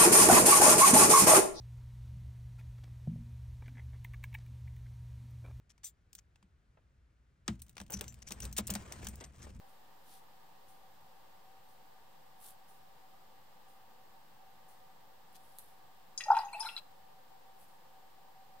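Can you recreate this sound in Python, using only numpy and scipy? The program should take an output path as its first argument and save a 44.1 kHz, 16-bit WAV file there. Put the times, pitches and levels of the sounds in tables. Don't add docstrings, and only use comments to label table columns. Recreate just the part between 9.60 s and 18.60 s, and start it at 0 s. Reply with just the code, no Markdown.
import sys
import numpy as np
from scipy import signal
from scipy.fft import rfft, irfft, next_fast_len
from scipy.io import wavfile
from scipy.ndimage import uniform_filter1d

SR = 44100
rng = np.random.default_rng(int(sys.argv[2]) if len(sys.argv) > 2 else 0)


def log_audio(samples):
    frames = np.atleast_2d(samples).T
    limited = np.clip(frames, -1, 1)
    pcm = np.round(limited * 32767).astype(np.int16)
    wavfile.write(sys.argv[1], SR, pcm)


N = 396900
RINSE_START_S, RINSE_END_S = 6.577, 7.196
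# (peak time [s], build-up [s], bubbling level [dB], spray level [dB])
SWISHES = [(6.61, 0.048, -63, -70), (6.779, 0.12, -53, -62.5), (7.061, 0.16, -53.5, -58),
           (7.175, 0.095, -62, -66)]


def amp(db):
    return 10 ** (np.asarray(db) / 20)


def unit(x):
    return x / np.sqrt(np.mean(x ** 2) + 1e-20)


def along(points, hz):
    point_hz, values = np.transpose(points)
    return np.interp(np.log(hz + 1), np.log(point_hz + 1), values)


def seconds(size):
    return np.arange(size) / SR


def add(track, s, sound):
    part = track[round(s * SR):][:len(sound)]
    part += sound[:len(part)]


def filtered(x, response):
    size = x.shape[-1]
    padded = next_fast_len(size + SR // 4)
    return irfft(rfft(x, padded) * response(np.fft.rfftfreq(padded, 1 / SR)), padded)[..., :size]


def noise(colour, shape):
    return unit(filtered(rng.standard_normal(shape), lambda hz: amp(along(colour, hz))))


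def resonance(f, hz, width):
    return 1j * f * width / (hz * hz - f * f + 1j * f * width)


def widen(pair, side_db):
    mid, side = pair[0], pair[1] * amp(side_db)
    return unit(np.array([mid + side, mid - side]))


def place(x, balance, lead_s):
    sides = np.array([[.5], [-.5]])
    return filtered(
        x, lambda hz: amp(sides * along(balance, hz)) * np.exp(2j * np.pi * hz * lead_s * sides))


def fan():
    # (pitch [Hz], width [Hz], level [dB])
    resonances = [(520.3, 54.5, -2.5), (777, 69, 1), (908, 54, 2.5), (987, 77, -6), (1197, 26, -3)]
    # (time [s], level [dB])
    whine_levels = [(6.4, -67.5), (7.5, -64.8)]

    def housing(f):
        return sum((-1) ** k * amp(db) * resonance(f, hz, width)
                   for k, (hz, width, db) in enumerate(resonances))

    whir = filtered(rng.standard_normal((2, N)), housing)
    whine = filtered(rng.standard_normal((2, N)), lambda f: resonance(f, hz=766, width=26) ** 2)
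    whine_db = np.interp(seconds(N), *np.transpose(whine_levels))
    machine = amp(-67.5) * widen(whir, side_db=-16) + amp(whine_db) * widen(whine, side_db=0)
    return place(machine, balance=[(800, 0)], lead_s=0.00011)


def background():
    # (frequency [Hz], relative level [dB])
    rush_colour = [(20, -2.5), (80, -1), (160, 4), (280, -2.5), (440, -2), (640, -5), (1150, 2),
                   (1320, -5.5), (1750, -3.5), (2350, -11.5), (2850, -8.5), (4500, -12.5), (6400, -22.5),
                   (16000, -37.5)]
    hiss_colour = [(1000, -8.5), (5000, -3), (6400, -8), (7600, -4), (9500, -9), (11300, -6.5),
                   (12500, -6.5), (13700, 1.5), (15700, -3)]
    rush = widen(noise(rush_colour, (2, N)), side_db=-1)
    return amp(-65.5) * rush + amp(-68.5) * noise(hiss_colour, (2, N))


def clock(first_s=0.078, period_s=1, tick_db=-67.5, tock_db=-62, rise_s=0.0056, t60=0.38):
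    # (frequency [Hz], relative level [dB])
    colour = [(2000, -35), (6000, -8.5), (8000, -11), (9500, 0.5), (11500, -9.5), (15000, -6.5)]
    level, t = np.zeros(N), seconds(SR // 2)
    for beat, s in enumerate(np.arange(first_s, N / SR, period_s)):
        db = tock_db if beat % 2 else tick_db
        add(level, s, amp(db - 60 * t / t60) * (1 - np.exp(-t / rise_s)))
    return level * widen(noise(colour, (2, N)), side_db=0)


def soft_hisses(grain_db=2):
    # (middle time [s], hiss level [dB], half length [s], rasp level [dB])
    swells = [(0.531, -64, 0.049, -65.5), (2.865, -55.5, 0.036, -63.5), (5.759, -65, 0.009, -62),
              (5.857, -72.5, 0.079, -82), (6.008, -69.5, 0.043, -82), (8.022, -66.5, .025, -76)]
    # (frequency [Hz], relative level [dB])
    hiss_colour = [(2000, -30), (6000, -20), (7500, -4), (10300, 4.5), (12000, -1.5), (14000, 3),
                   (16000, -14)]
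    rasp_colour = [(800, -2), (2400, -6), (3300, 2), (5500, -0.5), (8000, -6), (12000, -18), (16000, -20)]
    out, t = np.zeros((2, N)), seconds(N)
    hiss = widen(noise(hiss_colour, (2, N)), side_db=-2.5)
    rasp = widen(noise(rasp_colour, (2, N)), side_db=-2.5)
    bumps = unit(uniform_filter1d(rng.standard_normal(N), size=90))
    for s, hiss_db, half_s, rasp_db in swells:
        swell = np.exp(-((t - s) / half_s) ** 2 / 2)
        out += swell * (amp(hiss_db) * hiss + amp(rasp_db) * rasp)
    return out * unit(amp(grain_db * bumps))


def taps(t60=0.0079):
    # (time [s], level [dB])
    hits = [(5.728, -50), (5.752, -57), (5.766, -52), (5.986, -30)]
    # (frequency [Hz], relative level [dB])
    colour = [(600, -26), (1700, -23), (2500, -34), (3600, -8.5), (7000, -14), (10500, 2.5), (14000, -7.5),
              (16000, -15)]
    out, t = np.zeros(N), seconds(SR // 10)
    for s, db in hits:
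        add(out, s, amp(db - 8.5 - 60 * t / t60) * noise(colour, len(t)))
    return out


def room(x, near_db, far_db, near_t60):
    # (frequency [Hz], t60 [s])
    fade_times = [(200, 1), (900, 0.32), (4000, 0.34), (12000, 0.44)]
    # (frequency [Hz], side level [dB])
    width = [(800, -12.5), (3000, 2.5)]
    hz, t, bands = signal.stft(rng.standard_normal((2, SR // 2)), SR, nperseg=256)
    far = signal.istft(bands * amp(-60 * t / along(fade_times, hz)[:, None]), SR, nperseg=256)[1]
    near = rng.standard_normal(far.shape) * amp(-60 * seconds(far.shape[1]) / near_t60)
    mid, side = amp(near_db) * near / np.linalg.norm(near[0]) + amp(far_db) * far / np.linalg.norm(far[0])
    side = filtered(side, lambda hz: amp(along(width, hz)))
    tail = np.array([mid + side, mid - side]) / np.sqrt(2)
    delayed = np.pad(x, (SR // 250, 0))
    return signal.fftconvolve(delayed[None], tail, axes=1)[:, :N]


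def ring(tones, t, gains, blur_hz):
    hz, db, t60 = np.transpose(tones)[:, :, None]
    steps = rng.standard_normal((len(hz), len(t))) * np.sqrt(2 * np.pi * blur_hz / SR)
    wander = uniform_filter1d(np.cumsum(steps, axis=1), size=130, axis=1)
    fading = gains[:, None] * amp(db - 60 * t / t60)
    return (fading * np.sin(2 * np.pi * hz * t + wander)).sum(0)


def clinks(crack_t60=0.028, crack_db=-10, knock_t60=0.052, knock_db=-5.5, contact_s=0.00042):
    # (time [s], level [dB], strongest frequency [Hz], width around it [octaves])
    hits = [(6.577, -22.5, 5900, 0.34), (6.604, -38.5, 1880, 0.5), (6.607, -33, 2580, 0.96),
            (6.637, -33, 5360, 0.19), (6.713, -39, 5200, 0.13), (6.749, -42.5, 3180, 0.63),
            (6.767, -36.5, 3230, 1), (6.788, -37.5, 4750, 0.18), (6.93, -43.5, 8240, 0.095),
            (6.997, -35.5, 9500, 0.1), (7.004, -28.5, 5400, 0.19), (7.028, -46, 3870, 0.29),
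            (7.088, -32.5, 2980, 0.2), (7.165, -34.5, 4300, .14), (7.177, -36.5, 3680, 0.28)]
    # (pitch [Hz], relative level [dB], t60 [s])
    tones = [(1880, 1.5, 0.64), (2335, -3.5, 0.38), (2500, 3, 0.22), (2707, -2, 0.45), (3370, 1.5, 0.061),
             (4023, 6, 0.15), (4990, 1, 0.11), (5670, -21, 0.15), (6350, -2, 0.17), (6410, -7, 0.23),
             (7680, -6.5, 0.18), (9300, 3.5, 0.11), (9900, -5, .16), (10160, 4.5, 0.51)]
    out, t = np.zeros(N), seconds(SR // 3)
    average_db = np.transpose(hits)[1].mean()
    contact = 1 - np.exp(-(t / contact_s) ** 2)
    for s, db, centre_hz, octaves in hits:
        colour = lambda hz: 1 / (1 + (np.log2((hz + 1) / centre_hz) / octaves) ** 2 / 2) ** 2
        crack = unit(filtered(rng.standard_normal(len(t)), colour)) * amp(crack_db - 60 * t / crack_t60)
        gains = colour(np.transpose(tones)[0]) * amp(rng.normal(0, 3, len(tones)))
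        glass = ring(tones, t, gains / np.linalg.norm(gains), blur_hz=26)
        knock = amp(knock_db - 60 * t / knock_t60)
        lasting = amp(-14 - 0.58 * (db - average_db))
        add(out, s, amp(db) * contact * (crack + glass * (knock + lasting)))
    return out


def stirring(s, peaks_db, rise_db=22, settle_db_per_s=230):
    peak_s, build_s = np.transpose(SWISHES)[:2]
    below_peak_db = np.maximum(rise_db * (peak_s - s) / build_s, settle_db_per_s * (s - peak_s))
    return np.max(peaks_db - below_peak_db)


def spatter(peaks_db, count, middle_hz, spread, cycles, scatter_db):
    out, t = np.zeros(N), seconds(SR // 40)
    times = rng.uniform(RINSE_START_S, RINSE_END_S, count)
    for s, pitch, strength in zip(times, *rng.standard_normal((2, count))):
        hz = np.clip(middle_hz * np.exp(spread * pitch), 500, 15000)
        shape = (1 - np.exp(-t * hz)) * np.exp(-t * hz / cycles)
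        ping = shape * np.sin(2 * np.pi * hz * t * (1 + 3 * t))
        add(out, s, amp(stirring(s, peaks_db) + scatter_db * strength) * ping)
    return out


def pocket(hz, swell_s, life_s, rise, waver=0.027):
    t = seconds(SR // 4)
    shape = (1 - np.exp(-t / swell_s)) * np.exp(-(t / life_s) ** 3)
    wobble = unit(uniform_filter1d(rng.standard_normal(len(t)), size=100))
    pitch = hz * (1 + rise * np.minimum(t / life_s, 2) + waver * wobble)
    return shape / shape.max() * np.sin(2 * np.pi * np.cumsum(pitch) / SR)


def bubbles(column_db=-63, lowest_hz=600):
    # (time [s], pitch [Hz], level [dB], life [s])
    gulps = [(6.655, 844, -42.5, 0.029), (6.682, 826, -27, 0.011), (6.7018, 857, -11.5, 0.0093),
             (6.7145, 852, -14.5, 0.0084), (6.724, 818, -31.5, 0.016), (6.742, 870, -23.5, .007),
             (6.7665, 889, -20, .013), (6.791, 866, -29, 0.004), (6.929, 906, -39, 0.0068),
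             (6.943, 833, -40.5, 0.062), (6.997, 886, -40, .045), (7.048, 854, -33.5, 0.014)]
    # (time [s], pitch [Hz], level [dB])
    small_bubbles = [(6.667, 624, -43), (6.767, 1566, -42), (6.849, 6430, -54.5), (6.884, 2620, -52.5),
                     (6.929, 4150, -48), (6.932, 2370, -43.5), (6.943, 660, -46), (6.945, 2607, -39.5),
                     (7.004, 5130, -34), (7.057, 3980, -39.5), (7.065, 1380, -39)]
    # (pitch [Hz], relative level [dB], t60 [s])
    tones = [(581, -29, .3), (810, 8.5, 0.35), (854, -4, 0.25), (1120, -3, .45), (1097, 14.5, 0.325),
             (1420, -5, 0.12), (1550, 1, .3)]
    out, t = np.zeros(N), seconds(SR // 2)
    hardest_db = np.transpose(gulps)[2].max()
    for s, hz, db, life_s in gulps:
        swell_s = 0.003 * amp(0.21 * (hardest_db - db))
        add(out, s, amp(db) * pocket(hz, swell_s, life_s, rise=0.026))
        add(out, s, amp(db - 16) * pocket(hz * 1.35, swell_s, life_s=0.009, rise=0.3))
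    for s, hz, db in small_bubbles:
        add(out, s, amp(db) * pocket(hz, swell_s=0.0011, life_s=0.014, rise=0.029))
    column = ring(tones, t, np.ones(len(tones)), blur_hz=11.4)
    out += amp(column_db) * signal.fftconvolve(out, column)[:N]
    mouth = signal.butter(4, lowest_hz, "high", fs=SR, output="sos")
    return signal.sosfilt(mouth, out)


def jar():
    # (frequency [Hz], left minus right [dB])
    balance = [(800, 1.5), (2500, 1.8), (4400, 4.5), (8100, 9), (14500, 4.5)]
    _, _, bubbling_db, spray_db = np.transpose(SWISHES)
    gurgle = spatter(bubbling_db - .5, count=190, middle_hz=1208, spread=0.246, cycles=7, scatter_db=7)
    fizz = spatter(bubbling_db - 2.5, count=340, middle_hz=3392, spread=.36, cycles=31, scatter_db=3)
    spray = spatter(spray_db, count=1100, middle_hz=10400, spread=.17, cycles=12.4, scatter_db=6.5)
    low = bubbles() + gurgle
    bright = clinks() + fizz + spray
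    echoes = room(low, near_db=-18.5, far_db=-5.5, near_t60=0.13)
    echoes += room(bright, near_db=-5, far_db=-9.5, near_t60=0.034)
    ending = np.interp(seconds(N) - RINSE_END_S, [0, .006], [1, amp(-12)])
    return place(low + bright + echoes, balance, lead_s=.00006) * ending


def scene():
    # (frequency [Hz], left minus right [dB])
    balance = [(4400, 1.5), (8100, 7.5), (14500, -8)]
    handle = taps()
    desk = soft_hisses() + clock() + handle + room(handle, near_db=-5, far_db=-5.5, near_t60=0.066)
    return jar() + place(desk, balance, lead_s=0) + fan() + background()


def record(dry, top_hz=15780, offset=-.0014):
    return filtered(dry, lambda hz: hz < top_hz) + offset


dry = scene()
out = record(dry)
log_audio(out)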